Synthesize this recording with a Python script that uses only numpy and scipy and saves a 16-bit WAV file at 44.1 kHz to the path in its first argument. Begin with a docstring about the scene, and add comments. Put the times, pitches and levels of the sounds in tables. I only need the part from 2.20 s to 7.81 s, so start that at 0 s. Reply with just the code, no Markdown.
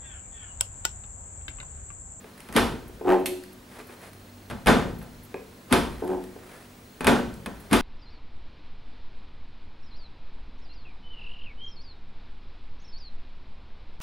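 """A tumble dryer's plastic door is pulled open, swung wide and pushed shut, twice over, then pulled open once more.
At each pull or shut, the latch's noise burst snaps and the decaying modes of the sheet-steel cabinet ring on.
Wide open, the hinge groans: uneven stick-slip pulses drive the door's resonances; after each shut it rebounds.
Throughout, banded noise makes a sleeve rustle and still air; sine waves make a faint hum and a far cricket."""
import sys
import numpy as np
from scipy import signal
from scipy.fft import rfft, irfft, next_fast_len
from scipy.io import wavfile
from scipy.ndimage import map_coordinates

SR = 44100
rng = np.random.default_rng(int(sys.argv[2]) if len(sys.argv) > 2 else 0)


def int16_out(signal):
    """Quantize to a 16-bit WAV file."""
    q = np.round(np.clip(np.atleast_2d(signal).T, -1, 1) * 32767)
    wavfile.write(sys.argv[1], SR, q.astype(np.int16))


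N = 247401  # samples in the scene

# The latch snaps home. Each row: time in seconds, snap level in dB, cabinet level in dB.
LATCH_SHUTS = [(2.4700, -19, -14.5), (4.8690, -15.5, -16.5)]
# The latch lets go under a pull. Each row: time in seconds, snap level in dB, cabinet level in dB.
LATCH_PULLS = [(0.3636, -18, -20), (3.5257, -15.5, -20), (5.5295, -18.5, -19.5)]
# The hook meets and rides over its catch. Each row: time in seconds, snap level in dB, cabinet level in dB.
HOOK_TOUCHES = [(0.2875, -45.5, -48), (2.300, -39, -43.5), (2.310, -40.5, -41.5), (2.4602, -30.5, -29.5),
                (2.815, -51, -51), (3.509, -45, -38), (4.8078, -36.5, -36.5), (4.8452, -27.5, -35.5),
                (5.2604, -32.5, -40.5), (5.5115, -36, -35)]
# Sharp clicks of hinge and plastic trim. Each row: time in seconds, level in dB.
TRIM_CLICKS = [(0.178, -50), (0.2038, -44.5), (0.3257, -40.5), (0.339, -43), (0.3505, -41), (1.237, -46.5),
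               (1.8163, -54), (1.932, -50.5), (3.877, -46), (4.0395, -47.5), (5.140, -48.5)]
# Knocks of hand, hook and hinge. Each row: time in seconds, door level in dB, hook ring level in dB.
DOOR_KNOCKS = [(0.043, -48, -53), (0.695, -49, -64), (0.811, -35, -56), (0.850, -36, -65),
               (0.879, -27.5, -42.5), (1.600, -48, -47), (1.695, -48, -53), (3.1423, -33, -40),
               (3.822, -30, -65), (4.160, -43, -60), (4.8073, -44, -36.5), (4.8452, -34, -46)]
# The hinge binds as the door swings wide. Each row: start in seconds, attack in seconds, hold in seconds,
# slip level in dB, panel tone level in dB.
HINGE_GROANS = [(0.80, 0.095, 0.035, -17.5, -17.5), (1.027, 0.052, 0.049, -45, -30),
                (3.809, 0.03, 0.0088, -31.5, -30), (3.851, 0.033, 0.055, -28, -28.5)]
# The hinge hits its stop. Each row: time in seconds, level in dB.
HINGE_STOPS = [(1.0588, -25)]
# Strokes of the arm. 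Each row: time of greatest speed in seconds, half length in seconds, rustle level in dB.
ARM_STROKES = [(0.25, 0.38, -58), (1.576, 0.047, -46.5), (1.712, 0.037, -50.5), (1.839, 0.04, -46.5),
               (3.78, 0.2, -52), (4.347, 0.095, -50), (5.424, 0.08, -54)]
# Thin, very high ticks. Each entry: time in seconds.
TICK_TIMES = [0.680, 0.998, 1.3289, 1.670, 2.787, 2.826, 3.0335, 3.049, 3.845, 4.990, 5.3996]

# Ringing steel panels. Each row: frequency in Hz, mean level in dB, 60 dB decay time in seconds.
PANEL_MODES = [(166.4, -20, 0.62), (241.6, -0.5, 0.51), (279.8, -2.5, 0.54), (361.7, -6.5, 0.68),
               (431, -5, 0.27), (486, -8, 0.27), (556, -7.5, 0.17), (590, -11, 0.35), (660, -15, 0.32),
               (694, -4, 0.42), (720, -30, 0.56), (862, -3, 0.36), (918, -10, 0.55), (990, -5, 0.33),
               (1073, -8, 0.22), (1210, -20, 0.36), (1280, -16, 0.21), (1320, -6.5, 0.29),
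               (1523, -14, 0.48), (1540, -9, 0.48), (1606, -5, 0.12), (1683, -12.5, 0.25),
               (1810, -7.5, 0.3), (2050, -18, 0.38), (2103, -23, 0.56), (2500, -21.5, 0.53),
               (2530, -26, 0.27)]
# The plastic door's resonances. Each row: frequency in Hz, bandwidth in Hz, level in dB.
DOOR_MODES = [(188, 16, -12), (273, 19, 2), (376, 43, 0.5), (502, 88, -5), (560.5, 14.6, 1.5),
              (653, 17, -2.5), (742, 24, -1), (870, 55, -5.5), (937, 37, -7.5), (1026.6, 16, -7),
              (1152, 49, -35), (1234, 24, -16), (1550, 63, -18)]
# The latch hook's resonances. Each row: frequency in Hz, bandwidth in Hz, level in dB.
HOOK_MODES = [(1190, 100, -1), (1640, 89, -1.5), (2100, 280, -6), (2504, 85, 0.5), (3800, 900, -19)]
# Motor hum and a thin electronic whine. Each row: frequency in Hz, relative level in dB.
HUM_TONES = [(96.9, -61), (145.5, -64.5), (193.8, -63), (242.2, -58), (15622, -70)]

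# Spectra of cabinet when shut, cabinet when pulled, latch snap, trim click, hinge stop, machine shudder,
# hinge rasp, cloth and still air. Each row: frequency in Hz, relative spectral level in dB.
SHUT_SPECTRUM = [(65, -33), (110, -9.5), (238, 1), (376, -4), (435, -4), (688, -3.5), (1020, -6.5),
                 (1110, -6), (2210, -16), (4130, -23), (5530, -29), (10500, -33), (13800, -39),
                 (15000, -68), (16000, -91)]
PULL_SPECTRUM = [(65, -33), (110, -15), (174, -17), (248, 0.5), (332, -3.5), (426, -4), (525, -9.5),
                 (1210, -6.5), (1720, -16), (1870, -13.5), (4780, -23), (6950, -31), (10500, -27),
                 (14700, -38.5), (16000, -48)]
SNAP_SPECTRUM = [(300, -7), (900, 8), (2400, 4), (4000, -3), (6500, -16), (9000, -2), (11300, -3.5),
                 (13000, -14.5), (16000, -30)]
CLICK_SPECTRUM = [(300, -30), (1000, -4), (1800, 9), (2400, 3), (3600, -5), (4600, -4), (7000, -9),
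                  (9000, 1.5), (11500, -3.5), (13500, -8), (16000, -27)]
STOP_SPECTRUM = [(500, -30), (1000, -4), (1650, -6), (2300, 0), (3700, -1.5), (5600, -9), (7000, -7),
                 (9000, -2.5), (11500, -0.5), (13900, -9), (16000, -28)]
SHUDDER_SPECTRUM = [(20, -22), (32, -29), (42, -4.5), (62, -6), (85, -12.5), (130, -13.5), (220, -6),
                    (500, -67)]
RASP_SPECTRUM = [(200, -14.5), (420, -3), (560, -11), (780, 7.5), (1200, -9), (1700, -10), (2300, -20),
                 (3000, -20.5), (3500, -26.5), (5000, -34), (8000, -35.5), (16000, -40)]
CLOTH_SPECTRUM = [(150, -18), (420, -1.5), (900, -5), (1800, -6.5), (3000, -15), (6500, -23.5),
                  (10500, -16.5), (16000, -37)]
AIR_SPECTRUM = [(15, -39), (25, -7), (53, -8.5), (71, -10), (101, -6.5), (167, -16), (181, -8.5),
                (243, -10.5), (271, -8), (515, -14.5), (1030, -21), (1210, -22.5), (1910, -25), (4260, -28),
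                (15000, -33.5)]

# Decay of the cabinet and of the room. Each row: frequency in Hz, 60 dB decay time in seconds.
CABINET_DECAY = [(50, 1.3), (200, 0.62), (500, 0.53), (1200, 0.46), (3000, 0.46), (8000, 0.46),
                 (14000, 0.4)]
ROOM_DECAY = [(150, 0.85), (1000, 0.34), (5000, 0.53), (14000, 0.33)]
# Stereo width of the sources and of still air. Each row: frequency in Hz, side over mid in dB.
SOURCE_WIDTH = [(40, -16), (150, -15.5), (400, -10.5), (1500, -9), (4500, -9), (8000, -14.5), (14000, -51)]
AIR_SPREAD = [(60, -25), (200, -18), (380, -11), (1300, -0.5), (2400, -2.5), (8000, -10.5), (15000, -24)]
# Channel balance. Each row: frequency in Hz, left over right in dB.
LEFT_EXCESS = [(50, 1.5), (200, 2), (400, 0.9), (1200, -0.5), (4000, -.6), (9000, -0.5)]
# Channel phase. Each row: frequency in Hz, lead of left over right in radians.
LEFT_LEAD = [(50, 0.082), (340, 0.66), (1200, 0.35), (3000, 0.034)]

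# A shut door's rebounds: first delay after the snap (s), interval (s), loss at each rebound (dB)
SEAL_DELAY_S, REBOUND_S, REBOUND_LOSS_DB = 0.041, 0.062, 11
RASP_S = 0.005  # time constant of one slip's rasp (s)
TOP_HZ = 16000  # upper band limit (Hz)
BLOW_T = np.arange(SR) / SR  # time within one blow (s)
SCENE_T = np.arange(N) / SR  # time within the scene (s)


def latch(events, colour, ripple, ring_db, shudder_db, spread_s, snap_t60,
          clatter_db, clatter_t60, rebound_db, rebound_s):
    """Impact excitation: a crack and clatter, energy spreading into panel modes, and a shudder in proportion."""
    out = np.zeros((2, N))
    for s, snap_db, cabinet_db in events:
        decay = dying(snap_t60) + amp(clatter_db) * dying(clatter_t60)
        snap = unit(filtered(noise(SNAP_SPECTRUM, SR), ripple) * decay, size=180)
        dense_modes = unit(filtered(fading(colour, CABINET_DECAY), ripple), size=2600)
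        body = dense_modes + amp(ring_db) * panels(scatter_db=2, spread=0.29)
        # 1 - dying() delays the full response while the energy spreads
        shudder = unit(fading(SHUDDER_SPECTRUM, CABINET_DECAY), size=6000) * (1 - dying(0.025))
        cabinet = body * (1 - dying(spread_s)) + amp(shudder_db) * shudder
        add(out, s, amp(snap_db) * snap + amp(cabinet_db) * cabinet)
        # the sprung hook bounces once and rings
        hook = unit(resonate(rng.standard_normal(SR) * dying(0.051), HOOK_MODES), size=260)
        add(out, s + rebound_s, amp(snap_db + rebound_db) * hook)
    return out


def panels(scatter_db, spread):
    """Modal superposition: decaying sines whose strengths and phases are drawn afresh for every blow."""
    hz, db, t60 = np.transpose(PANEL_MODES)[:, :, None]
    strength = amp(db + scatter_db * rng.standard_normal(hz.shape))
    shared_phase = rng.uniform(0, 2 * np.pi, hz.shape)
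    phase = shared_phase + spread * rng.standard_normal((2, *hz.shape))
    modes = strength * dying(t60) * np.sin(2 * np.pi * hz * BLOW_T + phase)
    return unit(np.sum(modes, axis=1), size=2600)


def clusters(depth_db, step_hz):
    """Modal density: modes crowd and thin out by band, giving one random ripple shared by all blows."""
    knots = rng.standard_normal(512)
    return lambda hz: amp(depth_db * map_coordinates(knots, [hz / step_hz], mode="wrap"))


def spring_back(db, hz, lead_s, length_s, scrape_db, scrape_s):
    """Elastic release: friction scrapes ever harder, then the bent door springs straight in one low push."""
    out = np.zeros((2, N))
    for s, *_ in LATCH_PULLS:
        t = SCENE_T - s
        scrape = noise(PULL_SPECTRUM, N) * np.exp(-np.abs(t) / scrape_s) * (t < 0)
        push_t = t + lead_s
        push = np.cos(2 * np.pi * hz * push_t) * np.exp(-(push_t / length_s) ** 2)
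        out += amp(scrape_db) * scrape
        out += amp(db) * push
    return out


def bumps(db, t60, rise_s):
    """Inelastic rebound: each return is weaker, and the soft seal stirs only the lowest panel modes."""
    out = np.zeros((2, N))
    for s, snap_db, _ in LATCH_SHUTS:
        for k in range(3):
            ring = sum(amp(level) * np.sin(2 * np.pi * hz * BLOW_T + rng.normal(0, 0.73))
                       for hz, level, _ in PANEL_MODES[:4])
            bump = unit(ring * dying(t60) * (1 - dying(rise_s)), size=1100)
            level_db = snap_db + db - k * REBOUND_LOSS_DB
            add(out, s + SEAL_DELAY_S + k * REBOUND_S, amp(level_db) * bump)
    return out


def groan(slip_hz, uneven, slip_db, grit_db, harden, tone_db, under_db, sway_db, waver):
    """Stick-slip friction: uneven slips knock the door's resonances while its low modes sing."""
    def sing(hz):
        """Unsteady oscillation: a sine with wandering strength and phase."""
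        strength = amp(1.5 * wobble(60))
        return strength * np.sin(2 * np.pi * hz * SCENE_T + waver * wobble(25.1))

    force, tone, sway = binding(steep=2.4, slip_t60=0.27, tone_t60=0.4, linger_db=-9,
                                linger_t60=0.88, sway_t60=0.99, sway_follows=0.53)
    # one slip falls at each whole turn of a wandering clock
    turns = np.cumsum(slip_hz * np.exp(uneven * wobble(90))) / SR
    slips = np.diff(np.floor(turns), prepend=0) * amp(1.3 * wobble(120))
    knocking = resonate(force * slips, DOOR_MODES) / np.std(resonate(slips, DOOR_MODES))
    # every slip ends in a short rasp, which grows faster than the force
    rasps = rng.standard_normal(N) * np.exp(-(turns % 1) / (slip_hz * RASP_S))
    rasp_colour = unit(filtered(rasps, lambda hz: amp(along(RASP_SPECTRUM, hz))))
    grit = rasp_colour * force * (force / 0.14) ** harden
    creak = room(amp(slip_db) * knocking + amp(grit_db) * grit, wet_db=-6)
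    panel_tone = tone * (sing(hz=366.3) + amp(under_db) * sing(hz=286.4))
    return creak + amp(tone_db) * panel_tone + amp(sway_db) * sway * sing(hz=189)


def binding(steep, slip_t60, tone_t60, linger_db, linger_t60, sway_t60, sway_follows):
    """Friction loading: slip force, tone and sway build together; slips die first and sway last."""
    force, tone, sway = np.zeros((3, N))
    for start, attack, hold, slip_db, tone_db in HINGE_GROANS:
        def shape(t60):
            """Common loading: the same build-up with a chosen decay."""
            return swell(start, attack, hold, t60, steep)

        force = np.maximum(force, amp(slip_db) * shape(slip_t60))
        two_stage_decay = np.maximum(shape(tone_t60), amp(linger_db) * shape(linger_t60))
        tone = np.maximum(tone, amp(tone_db) * two_stage_decay)
        sway = np.maximum(sway, amp(sway_follows * slip_db) * shape(sway_t60))
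    return force, tone, sway


def swell(start, attack, hold, release_t60, steep):
    """Growth and decay: a gain follows a power law up, holds, then falls exponentially."""
    t = SCENE_T - start
    rise = np.clip(t / attack, 0, 1) ** steep
    return rise * np.exp(-np.log(1000) * np.maximum(t - attack - hold, 0) / release_t60)


def knocks(contact_t60, thud_hz, thud_t60, thud_db, hook_t60):
    """Short contact forces: light blows ring door and hook over the damped thud of a hollow shell."""
    out = np.zeros((2, N))
    for s, db, hook_db in DOOR_KNOCKS:
        ring = unit(resonate(dying(contact_t60), DOOR_MODES), size=900)
        thud = unit(np.sin(2 * np.pi * thud_hz * BLOW_T) * dying(thud_t60), size=900)
        door = unit(ring + amp(thud_db) * thud, size=900)
        hook = unit(resonate(dying(hook_t60), HOOK_MODES), size=440)
        add(out, s, room(amp(db) * door + amp(hook_db) * hook, wet_db=-5.0))
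    return out


def clicks(events, colour, t60, wet_db):
    """Broadband impulses: small hard parts snap without moving the cabinet."""
    out = np.zeros((2, N))
    for s, db in events:
        click = unit(noise(colour, SR) * dying(t60), size=220)
        add(out, s, room(amp(db) * click, wet_db))
    return out


def sleeve(rest_db, grain_db):
    """Friction noise: cloth rubs unevenly, its power the sum of a faint rest and each arm stroke."""
    power = amp(rest_db) ** 2
    for s, half, db in ARM_STROKES:
        power = power + amp(db) ** 2 * np.exp(-((SCENE_T - s) / half) ** 2)
    rubbing = unit(noise(CLOTH_SPECTRUM, N) * amp(grain_db * wobble(110)))
    return np.sqrt(power) * rubbing


def ticks(db, hz, width_hz, t60):
    """Resonant filtering: short noise bursts through one high band make tiny, glassy ticks."""
    out = np.zeros((2, N))
    for s in TICK_TIMES:
        burst = rng.standard_normal(SR) * dying(t60)
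        add(out, s, amp(db) * unit(resonate(burst, [(hz, width_hz, 0)]), size=330))
    return out


def cricket(db, hz, stroke_hz, sharp):
    """Amplitude modulation: each wing stroke is a short pure note, in trains with brief rests."""
    strokes = np.abs(np.sin(np.pi * stroke_hz * SCENE_T + 0.26 * wobble(4.1))) ** sharp
    trains = np.clip(1 + wobble(7), 0, 1)
    return amp(db) * trains * strokes * np.sin(2 * np.pi * hz * SCENE_T + wobble(40))


def workshop(air_db, hum_db):
    """Steady background: shaped noise for still air, plus tones of slightly wandering level and phase."""
    hum = np.zeros(N)
    for hz, db in HUM_TONES:
        strength = amp(db + 2.1 * wobble(4.64)) * np.sqrt(2)
        hum += strength * np.sin(2 * np.pi * hz * SCENE_T + 0.66 * wobble(1.67))
    return amp(air_db) * noise(AIR_SPECTRUM, N, AIR_SPREAD) + amp(hum_db) * hum


def room(x, wet_db):
    """Diffuse reverberation: a decaying noise tail, rising over a few milliseconds, answers the sound."""
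    tail = fading([(1000, 0)], ROOM_DECAY) * (1 - dying(0.048))
    tail = tail / np.linalg.norm(tail[0])
    answer = signal.fftconvolve(np.atleast_2d(x), tail, axes=1)[:, :x.shape[-1]]
    return x + amp(wet_db) * answer


def placed(x):
    """Interchannel difference: the dryer's low notes reach the left earlier and stronger."""
    halves = [0.5, -0.5]

    def response(hz):
        """Symmetric division: half of each difference goes to either channel."""
        return amp(np.outer(halves, along(LEFT_EXCESS, hz))) * np.exp(1j * np.outer(halves, along(LEFT_LEAD, hz)))

    return filtered(x, response)


def resonate(x, modes):
    """Modal response: a force drives parallel second-order resonances of alternating sign."""
    def response(f):
        """Linear superposition: the resonances' complex responses add."""
        total = 0
        for k, (centre, width, db) in enumerate(modes):
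            bandpass = 1j * f * width / (centre * centre - f * f + 1j * f * width)
            total = total + (-1) ** k * amp(db) * bandpass
        return total

    return filtered(x, response)


def fading(colour, t60):
    """Frequency-dependent damping: a crowd of overlapping modes dies at its own speed in each band."""
    hz, t, bands = signal.stft(noise(colour, SR), SR, nperseg=256)
    decay = amp(-60 * t / along(t60, hz)[:, None])
    return signal.istft(bands * decay, SR, nperseg=256)[1][:, :SR]


def dying(t60):
    """Exponential damping: a fall of 60 dB in t60 seconds."""
    return np.exp(-np.log(1000) * BLOW_T / t60)


def noise(colour, size, width=SOURCE_WIDTH):
    """Partial coherence: shaped mid and side noises combine into stereo of rms 1."""
    def response(hz):
        """Spectral shaping: a common colour, with the side scaled by the width."""
        return amp(along(colour, hz)) * np.array([np.ones_like(hz), amp(along(width, hz))])

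    mid, side = filtered(rng.standard_normal((2, size)), response)
    return unit(np.array([mid + side, mid - side]))


def filtered(x, response):
    """Linear filtering: multiply the spectrum by a response of frequency."""
    n = x.shape[-1]
    m = next_fast_len(n + SR // 2)  # padding limits wrap-around
    return irfft(rfft(x, m) * response(np.fft.rfftfreq(m, 1 / SR)), m)[..., :n]


def wobble(rate):
    """Slow fluctuation: a smooth random curve through rate knots a second."""
    knots = rng.standard_normal(int(N * rate / SR) + 4)
    return map_coordinates(knots, [np.arange(N) * rate / SR])


def along(points, hz):
    """Logarithmic frequency scale: interpolate (Hz, value) points."""
    f, v = np.transpose(points)
    return np.interp(np.log(hz + 1), np.log(f + 1), v)


def amp(db):
    """Level definition: decibels to amplitude gain."""
    return 10 ** (np.asarray(db) / 20)


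def unit(x, size=None):
    """Power normalisation: scale to rms 1 over the first size samples."""
    return x / np.sqrt(np.mean(x[..., :size] ** 2) + 1e-20)


def add(track, s, sound):
    """Superposition: mix a sound into the track from time s in seconds."""
    part = track[:, round(s * SR):][:, :sound.shape[-1]]
    part += sound[..., :part.shape[-1]]


def scene():
    """Superposition of sources: latch, door, arm and room sound together."""
    ripple = clusters(depth_db=2, step_hz=75)
    shuts = latch(LATCH_SHUTS, SHUT_SPECTRUM, ripple, ring_db=-3.5, shudder_db=-15.5, spread_s=0.048,
                  snap_t60=0.019, clatter_db=-11, clatter_t60=0.24, rebound_db=-5.0, rebound_s=0.00202)
    pulls = latch(LATCH_PULLS, PULL_SPECTRUM, ripple, ring_db=-3.5, shudder_db=-9.5, spread_s=0.014,
                  snap_t60=0.017, clatter_db=-14.0, clatter_t60=0.17, rebound_db=-7, rebound_s=0.006)
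    touches = latch(HOOK_TOUCHES, SHUT_SPECTRUM, ripple, ring_db=-1.0, shudder_db=-1.5, spread_s=0.003,
                    snap_t60=0.026, clatter_db=-24, clatter_t60=0.17, rebound_db=-8, rebound_s=0.00209)
    flex = spring_back(db=-11.0, hz=258, lead_s=0.0032, length_s=0.0041, scrape_db=-24.5, scrape_s=0.0098)
    flex += bumps(db=-8.5, t60=0.16, rise_s=0.026)
    hinge = groan(slip_hz=85.3, uneven=0.3, slip_db=-4.5, grit_db=-5.5, harden=0.63,
                  tone_db=2, under_db=-10.5, sway_db=-25, waver=0.68)
    hinge = hinge + clicks(HINGE_STOPS, STOP_SPECTRUM, t60=0.087, wet_db=-6.0)
    taps = knocks(contact_t60=0.0005, thud_hz=432, thud_t60=0.088, thud_db=-1, hook_t60=0.00021)
    taps += clicks(TRIM_CLICKS, CLICK_SPECTRUM, t60=0.026, wet_db=-3.5)
    dryer = placed(shuts + pulls + touches + flex + hinge + taps)
    around = workshop(air_db=-51.0, hum_db=0.5)
    around += ticks(db=-53.5, hz=11500, width_hz=2000, t60=0.063)
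    around += cricket(db=-60.5, hz=4190, stroke_hz=24.6, sharp=4.7)
    return dryer + sleeve(rest_db=-61, grain_db=2) + around


def record(dry):
    """Saturation and band limiting: round off the highest peaks, then keep only frequencies below TOP_HZ."""
    rounded = dry / (1 + (dry / 0.75) ** 4) ** 0.25
    return filtered(rounded, lambda hz: hz < TOP_HZ)


dry = scene()
out = record(dry)
int16_out(out)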